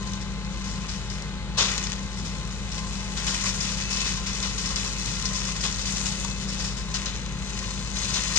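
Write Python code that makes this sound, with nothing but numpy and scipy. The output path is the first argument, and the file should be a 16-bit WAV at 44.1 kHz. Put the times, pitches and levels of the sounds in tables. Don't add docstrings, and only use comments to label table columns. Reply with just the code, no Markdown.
import sys
import numpy as np
from scipy import signal
from scipy.fft import rfft, irfft, next_fast_len
from scipy.io import wavfile

SR = 44100
rng = np.random.default_rng(int(sys.argv[2]) if len(sys.argv) > 2 else 0)


def log_audio(samples):
    frames = np.atleast_2d(samples).T
    limited = np.clip(frames, -1, 1)
    pcm = np.round(limited * 32767).astype(np.int16)
    wavfile.write(sys.argv[1], SR, pcm)


N = 369558
TIME = np.arange(N) / SR
SIZE = next_fast_len(N + SR // 2, real=True)
FREQS = np.fft.rfftfreq(SIZE, 1 / SR) + 1e-3

# time_s, speed_hz
CRANK_SPEED = [(0, 32.44), (2.6, 32.54), (2.95, 32.51), (3.5, 32.32), (4.2, 32.42), (4.7, 32.44),
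               (5.6, 32.32), (8.38, 32.42)]
# time_s, level_db
TWIG_FEED = [(0, -38), (.38, -47.5), (.7, -38.5), (1.25, -44.5), (1.45, -58), (1.72, -30), (1.88, -34),
             (2.04, -41.5), (3.12, -37.5), (3.3, -29), (3.85, -32), (4.1, -30), (4.22, -37), (4.35, -30),
             (4.55, -34), (4.7, -31.5), (5.5, -31), (6.05, -30), (6.22, -32.5), (6.36, -37), (6.56, -35.5),
             (6.88, -44), (6.93, -36.5), (7.35, -41.5), (7.52, -33.5), (7.9, -35), (8.15, -26.5)]


def undb(db):
    return np.exp(np.asarray(db) * np.log(10) / 20)


def unit(x):
    return x / np.std(x)


def curve(rows):
    return np.interp(TIME, *np.transpose(rows))


def across(points):
    hz, value = np.transpose(points)
    return np.interp(np.log(FREQS), np.log(hz), value)


def noise():
    return rng.standard_normal((2, N))


def walk(rate):
    levels = rng.standard_normal(int(TIME[-1] * rate) + 2)
    return np.sqrt(3 / 2) * np.interp(TIME * rate, np.arange(len(levels)), levels)


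def shaped(x, response):
    return irfft(rfft(x, SIZE) * response, SIZE)[..., :N]


def causal(gain):
    cepstrum = irfft(np.log(gain + 1e-6), SIZE)
    cepstrum[1:SIZE // 2] *= 2
    cepstrum[SIZE // 2 + 1:] = 0
    return np.exp(rfft(cepstrum))


def colour(x, points, body=1):
    skirts = (1 + (points[0][0] / FREQS) ** 4) * (1 + (FREQS / points[-1][0]) ** 6)
    response = causal(undb(across(points)) / skirts) * body
    return shaped(x, response / np.sqrt(np.mean(np.abs(response) ** 2)))


def ringing(modes):
    return 1 + sum(undb(db) / (1 + 2j * (FREQS - hz) / width) for hz, width, db in modes)


def turns(hz):
    return np.cumsum(hz) / SR


def wavering_sine(hz, spread, rate):
    return np.sin(2 * np.pi * turns(hz * (1 + spread * walk(rate))))


def harmonics(angle, orders, waver_db, slip):
    total = 0
    for order, db in orders:
        amplitude = np.sqrt(2) * undb(db + waver_db * np.log1p(order) * walk(9))
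        phase = 2 * np.pi * (order * angle + rng.random())
        total = total + amplitude * np.sin(phase + slip * np.sqrt(order) * walk(16))
    return total


def engine():
    # crank_multiple, level_db
    drone_orders = [(2, -44.5), (4, -53.5), (5, -45), (12, -64.5), (16, -57)]
    gear_orders = [(32, -52), (48, -60.5), (64, -57), (81, -60), (94, -67), (115, -60.5), (129, -58)]
    # time_s, gain_db
    boom_level = [(0, -35), (.6, -35.5), (1.2, -39.5), (2, -36.5), (2.7, -38), (4, -36.5), (5.2, -39),
                  (6.3, -34), (6.9, -38.5), (8.38, -38.5)]
    gear_swell = [(0, 3.5), (.9, 2.5), (1.3, 1), (2.3, 0), (2.8, 5), (3.5, -3), (4.3, 4.5), (5.7, -1),
                  (6.5, 1.5), (7.6, -1.5), (8.38, 3)]
    # frequency_hz, relative_db
    exhaust_spectrum = [(25, -6), (40, -10), (75, -6), (110, -3), (150, -3.5), (200, -7.5), (220, -7),
                        (260, -11), (280, -18.5)]
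    clatter_spectrum = [(280, 2.5), (450, 0.5), (720, -7.5), (1100, -4.5), (1700, -8.5), (2400, -7),
                        (3200, -7), (4200, -7), (5200, -14.5), (6500, -9.5), (8000, -15.5), (9500, -25),
                        (11000, -60)]
    crank = turns(curve(CRANK_SPEED) * (1 + 0.001152 * walk(7)))
    firing = np.cos(2 * np.pi * 3 * crank)
    lope = np.cos(2 * np.pi * 2 * crank)
    boom = np.sqrt(2) * np.sin(2 * np.pi * 6 * crank)
    drone = harmonics(crank, drone_orders, waver_db=-0.36, slip=0.13)
    drone += boom * undb(curve(boom_level) + walk(11))
    chatter = undb(1.3 * walk(40) + 2.8 * walk(130))
    gears = harmonics(crank, gear_orders, waver_db=0.71, slip=0.11) * undb(curve(gear_swell)) * chatter
    exhaust = colour(noise() * (1 + 0.2 * lope), exhaust_spectrum)
    pulses = noise() * undb(0.65 * firing + 0.41 * lope + 0.28 * walk(300))
    clatter = colour(unit(pulses), clatter_spectrum)
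    return drone + gears, undb(-37.5) * exhaust + undb(-39.5) * clatter


def rotor(angle):
    # rotor_multiple, level_db
    hum_orders = [(1, -34), (2, -59), (3, -48)]
    flail_orders = [(16, -55.5)]
    # pitch_hz, level_db
    whine_tones = [(1379, -54), (6168, -44.5)]
    # time_s, gain_db
    drive_load = [(0, -25), (3.0, -24), (3.5, 0.5), (6.1, 0), (6.7, -9), (8.38, -1.5)]
    whistle_level = [(3.6, -65), (3.8, -42), (4.05, -35), (4.2, -56), (6.4, -44), (6.9, -58)]
    load_db = curve(drive_load)
    drive = np.sqrt(2) * undb(-47.5) * wavering_sine(hz=188.9, spread=0.0022, rate=3.59)
    whine = sum(undb(db + 2.2 * walk(13)) * wavering_sine(hz, spread=0.001, rate=25)
                for hz, db in whine_tones)
    whistle = undb(curve(whistle_level) + 2.5 * walk(20)) * wavering_sine(hz=2620, spread=0.004, rate=60)
    flails = harmonics(angle, flail_orders, waver_db=0.74, slip=0.089)
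    flails *= undb(-0.08 * load_db + 2 * walk(30))
    hum = harmonics(angle, hum_orders, waver_db=0.5, slip=0.046)
    return hum + flails + whistle + drive + whine * undb(load_db)


def splinters(rate, scatter_db, decay_s):
    sizes = undb(scatter_db * np.minimum(rng.exponential(size=N), 4))
    breaks = (rng.random(N) < rate / SR) * sizes ** 2 / rate
    energy = signal.lfilter([1], [1, -np.exp(-2 / (decay_s * SR))], breaks)
    return unit(np.sqrt(energy) * noise())


def tufts(rate, decay_s):
    caught = (rng.random(N) < rate / SR) * (0.5 + rng.random(N))
    surge = signal.lfilter([1], [1, -np.exp(-1 / (decay_s * SR))], caught)
    return unit(surge - np.mean(surge))


def twigs(angle):
    # time_s, gain_db
    thickness = [(0, -2.5), (1.7, 9.5), (2.1, 0), (3.2, 4.5), (3.6, 3), (5.7, -0.5), (6.7, 0.5), (7.1, 8),
                 (7.6, 0.5)]
    stem_edges = [1800, 2900, 3900, 4800, 5600, 6500]
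    feed_db, thick_db = curve(TWIG_FEED), curve(thickness)
    density = undb(0.5 * (feed_db - np.max(feed_db)))
    crackle = splinters(rate=1300 * density, scatter_db=3.2, decay_s=0.0009)
    bite = undb(0.22 * np.cos(2 * np.pi * 2 * angle) + tufts(rate=33, decay_s=0.033))
    upper = unit((crackle + 0.85 * noise()) * bite) * undb(feed_db)
    stems = 0
    for index, edge_hz in enumerate(stem_edges):
        register = signal.sosfiltfilt(signal.butter(4, edge_hz, fs=SR, output="sos"), upper)
        upper = upper - register
        stems = stems + register * undb(1.8 * tufts(rate=35, decay_s=0.014) + thick_db * (index < 2))
    return stems + upper * undb(1.3 * tufts(rate=11, decay_s=0.1))


def branches():
    # start_s, level_db, decay_s, heavy_share (0-1)
    bites = [(0.068, -37, 0.021, 0), (0.208, -34.5, 0.025, 0.1), (0.64, -36, 0.11, 0),
             (0.884, -32.5, 0.095, 0.4), (1.097, -34.5, 0.071, 0), (1.569, -17.5, 0.074, 0.7),
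             (1.593, -18.5, 0.054, 0.8), (1.68, -31, 0.044, 0.8), (1.775, -30, 0.03, 0.7),
             (1.838, -34.5, 0.071, .5), (2.165, -35, 0.058, 0), (2.25, -32.5, 0.062, 0.1),
             (2.715, -33, 0.094, 0), (2.776, -30, 0.025, 0.2), (2.93, -38, 0.15, 0.1),
             (3.175, -30, 0.052, 0.6), (3.269, -22.5, .06, .35), (3.342, -31, 0.022, .1),
             (3.405, -29, 0.028, 0), (3.452, -22.5, .045, 0.08), (3.54, -32, .025, 0.2),
             (3.605, -26.5, 0.11, .1), (3.714, -29, 0.019, 0), (3.77, -31, .05, 0), (3.9, -25, 0.073, 0),
             (3.965, -27, .08, .3), (4.05, -24.5, 0.078, 0.36), (4.168, -29, .025, 0.3),
             (4.259, -26.5, 0.062, 0.25), (4.427, -27, 0.077, 0.5), (4.577, -28, 0.12, 0.16),
             (4.655, -29, 0.074, 0.26), (4.76, -26, 0.038, .4), (4.842, -28.5, 0.049, 0.6),
             (5.09, -32, 0.091, 0), (5.344, -25.5, 0.056, 0), (5.447, -30, 0.031, .1),
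             (5.563, -34, 0.018, 0), (5.603, -27.5, 0.032, 0), (5.629, -23, .025, 0.36),
             (5.645, -23, 0.036, .6), (5.783, -26.5, 0.027, .2), (5.85, -27.5, .07, 0),
             (5.965, -31, 0.031, .15), (6.051, -26.5, 0.065, 0.4), (6.247, -31.5, 0.014, .95),
             (6.41, -31, 0.022, 0.1), (6.485, -31.5, .05, 0.05), (6.594, -29, 0.054, .3),
             (6.638, -27.5, 0.066, 0.16), (6.766, -30.5, 0.054, 0), (6.94, -23.5, 0.04, 0.34),
             (7.056, -27.5, 0.051, 0.87), (7.96, -26.5, 0.034, 0.4), (8.03, -28.5, .05, 0.14),
             (8.08, -27.5, 0.083, 0.1), (8.135, -21.5, 0.035, 0.16), (8.161, -23.5, .03, .8),
             (8.235, -30, .03, 0.3), (8.265, -29, 0.03, .1), (8.351, -18.5, .065, 0.14)]
    reference_rise_s, reference_db, growth = 0.01, -22, 0.86
    power, age = np.zeros((2, N)), TIME[:SR // 2]
    for start, db, decay_s, share in bites:
        rise_s = reference_rise_s * undb(growth * (db - reference_db))
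        effort = undb(db) * np.minimum(age / rise_s, 1) * np.exp(-np.maximum(age - rise_s, 0) / decay_s)
        at = int(start * SR)
        power[:, at:at + len(age)] += np.outer([1 - share, share], effort[:N - at] ** 2)
    return [np.sqrt(part) * splinters(rate=2500, scatter_db=0.5, decay_s=0.0011) for part in power]


def small_sticks(per_s=10, over_feed_db=8, ring_db=-8, lowest_hz=3400):
    when, size, octave = rng.random((int(per_s * TIME[-1]), 3)).T
    starts = when * TIME[-1]
    levels = np.interp(starts, TIME, curve(TWIG_FEED)) + over_feed_db + 4 * (2 * size - 1)
    return [(s, db, hz, ring_db) for s, db, hz in zip(starts, levels, lowest_hz * 2 ** octave)]


def snaps(decay_s, ring_s, ring_width_hz):
    # start_s, relative_db, pitch_hz, ring_over_crack_db
    sticks = [(0.074, -20, 4300, -14), (0.1344, -15.5, 4270, -13), (0.893, -23, 4800, -8),
              (1.099, -26, 5100, -3), (1.222, -17, 4190, -19), (1.5824, -15, 4950, 0),
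              (1.587, -10, 3450, -2), (1.716, -13.5, 6900, -9), (1.758, -27.5, 6500, -25),
              (1.779, -7.5, 5300, -15), (1.838, -18, 6800, -4), (1.848, -23, 6400, -25),
              (1.8696, -13, 5400, -17), (1.9302, -14, 3450, -24), (3.175, -11, 5450, -24),
              (3.268, -10, 4900, -7), (3.439, -14, 6940, -4), (3.607, -20, 5250, 2),
              (3.8096, -19, 6160, -5), (3.931, -14, 4850, -7), (4.4273, -14, 5100, -3.5),
              (4.6577, -18, 5410, -2), (4.7593, -16, 5270, -4), (5.2542, -13.5, 5200, 1.5),
              (5.9696, -15, 5400, -9), (6.068, -18, 4600, -11), (6.247, -13, 6800, -14),
              (6.316, -21, 6060, -12), (6.4856, -20, 5430, -8), (6.533, -16, 5000, -18),
              (6.6017, -18.5, 4680, -2), (6.9407, -18.5, 5040, 2), (7.058, -16, 5170, -3),
              (7.986, -12, 6300, -10), (8.3608, -10.5, 4860, 0), (8.3732, -0.5, 6350, -13)]
    force, age = np.zeros((2, N)), TIME[:SR // 8]
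    for start, db, hz, ring_db in sticks + small_sticks():
        burst, rattle = rng.standard_normal((2, 2, len(age)))
        crack = np.sign(burst) * np.exp(-(age / decay_s) ** 2)
        ring = unit(signal.lfilter(*signal.iirpeak(hz, hz / ring_width_hz, fs=SR), rattle))
        snap = crack + undb(ring_db) * ring * np.exp(-age / ring_s)
        at = int(start * SR)
        force[:, at:at + len(age)] += undb(db) * snap[:, :N - at]
    return undb(-10.5) * force


def knocks(decay_s, width_hz):
    # start_s, level_db, pitch_hz
    impacts = [(4.455, -33, 1110), (6.2465, -31, 1030)]
    sound, age = np.zeros((2, N)), TIME[:SR // 8]
    for start, db, hz in impacts:
        band = signal.butter(2, [hz - width_hz / 2, hz + width_hz / 2], "bandpass", fs=SR, output="sos")
        body = unit(signal.sosfilt(band, rng.standard_normal((2, len(age)))))
        at = int(start * SR)
        sound[:, at:at + len(age)] += undb(db) * body * np.exp(-age / decay_s)
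    return sound


def shredding(angle):
    # frequency_hz, relative_db
    twig_spectrum = [(300, -12), (700, -17.5), (1100, -12), (1700, -10.5), (2600, -3), (3300, -5.5),
                     (4200, -3), (5300, -0.5), (6500, 3), (8000, -6), (9600, -16), (10200, -25.5),
                     (15000, -37)]
    wood_spectrum = [(200, -16.5), (450, 1), (750, -3.5), (1100, 2.5), (2200, -1), (2700, 4.5), (3500, 7.5),
                     (5000, 3), (6700, 6), (8000, -13), (9500, -31), (15000, -56)]
    # pitch_hz, width_hz, over_crack_db
    hood_modes = [(1055, 110, 3.5), (1880, 77, -1.5), (2070, 19, -16), (2660, 78, -16), (2950, 53, -14.5),
                  (3450, 59, 1), (4200, 90, -6), (6280, 90, -16)]
    flail_modes = [(4830, 290, -4), (5300, 220, -0.5)]
    hood = ringing(hood_modes)
    light, heavy = branches()
    thin_wood = twigs(angle) + snaps(decay_s=0.0024, ring_s=0.01, ring_width_hz=700)
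    crackle = colour(thin_wood, twig_spectrum, hood)
    clash = colour(light, twig_spectrum, hood * ringing(flail_modes))
    crunch = colour(heavy, wood_spectrum)
    return crackle + clash + crunch + knocks(decay_s=0.012, width_hz=440)


def microphone(tones, rush):
    # frequency_hz, left_minus_right_db
    port_shade = [(55, 1.9), (150, 3.64), (500, 6), (1000, 5.5), (1550, -1), (1820, 4.5), (2080, -2),
                  (2350, 9), (2620, 0), (2930, 8.5), (3150, 4), (3350, 10), (4000, -1), (4500, 6.7),
                  (4850, 2.9), (5500, 6), (6000, 13.5), (9000, 15)]
    turned_shade = [(4000, -1), (5000, 10), (5700, 20), (6400, 25), (7400, 21), (9000, 12.5)]
    # frequency_hz, lag_rad
    port_lag = [(30, 0.48), (55, 0.98), (110, 0.4), (200, 0.27), (600, 0.17), (870, 0.44), (1100, 0.16),
                (1400, 0.82), (1720, 1.3), (1900, 1.26), (2280, 2.67), (2480, 1.02), (2760, 3.26),
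                (3250, 9.5), (3400, 7.4), (3750, 8), (4300, 11), (4600, 10.25), (5000, 14), (5300, 18.4),
                (5600, 22.8), (6800, 22.1), (9130, 22)]
    turned_lag = [(4000, 8.6), (4400, 8.3), (5100, 13.2), (5400, 10.2), (6600, 8.6), (7800, 13.5),
                  (9000, 15.6)]
    # frequency_hz, coherence (0-1)
    port_coherence = [(100, 0.97), (500, 0.94), (1200, 0.8), (2500, 0.75), (4000, 0.73), (6500, 0.54),
                      (10000, 0.19)]
    turn_span_s, turned_above_hz = (6.7, 6.97), 4000
    direct, scattered = tones + rush[0], rush[1]
    coherence = across(port_coherence)

    def right_port(shade_db, lag):
        shade = undb(-shade_db)
        coherent = shaped(direct, shade * coherence * np.exp(-1j * lag))
        return coherent + shaped(scattered, shade * np.sqrt(1 - coherence ** 2))

    shade_db, lag = across(port_shade), np.interp(FREQS, *np.transpose(port_lag))
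    treble = FREQS > turned_above_hz
    turned = right_port(np.where(treble, across(turned_shade), shade_db),
                        np.where(treble, np.interp(FREQS, *np.transpose(turned_lag)), lag))
    turn = np.interp(TIME, turn_span_s, [0, 1])
    return np.array([direct, (1 - turn) * right_port(shade_db, lag) + turn * turned])


def scene():
    crank_hz, mean_rotor_hz = curve(CRANK_SPEED), 53.33
    angle = turns(mean_rotor_hz * crank_hz / np.mean(crank_hz))
    drone, roar = engine()
    cutting = shredding(angle)
    return microphone(drone + rotor(angle), roar + cutting)


def record(dry):
    cutoff_hz = 14600
    return signal.sosfilt(signal.ellip(8, 0.2, 70, cutoff_hz, fs=SR, output="sos"), dry)


dry = scene()
out = record(dry)
log_audio(out)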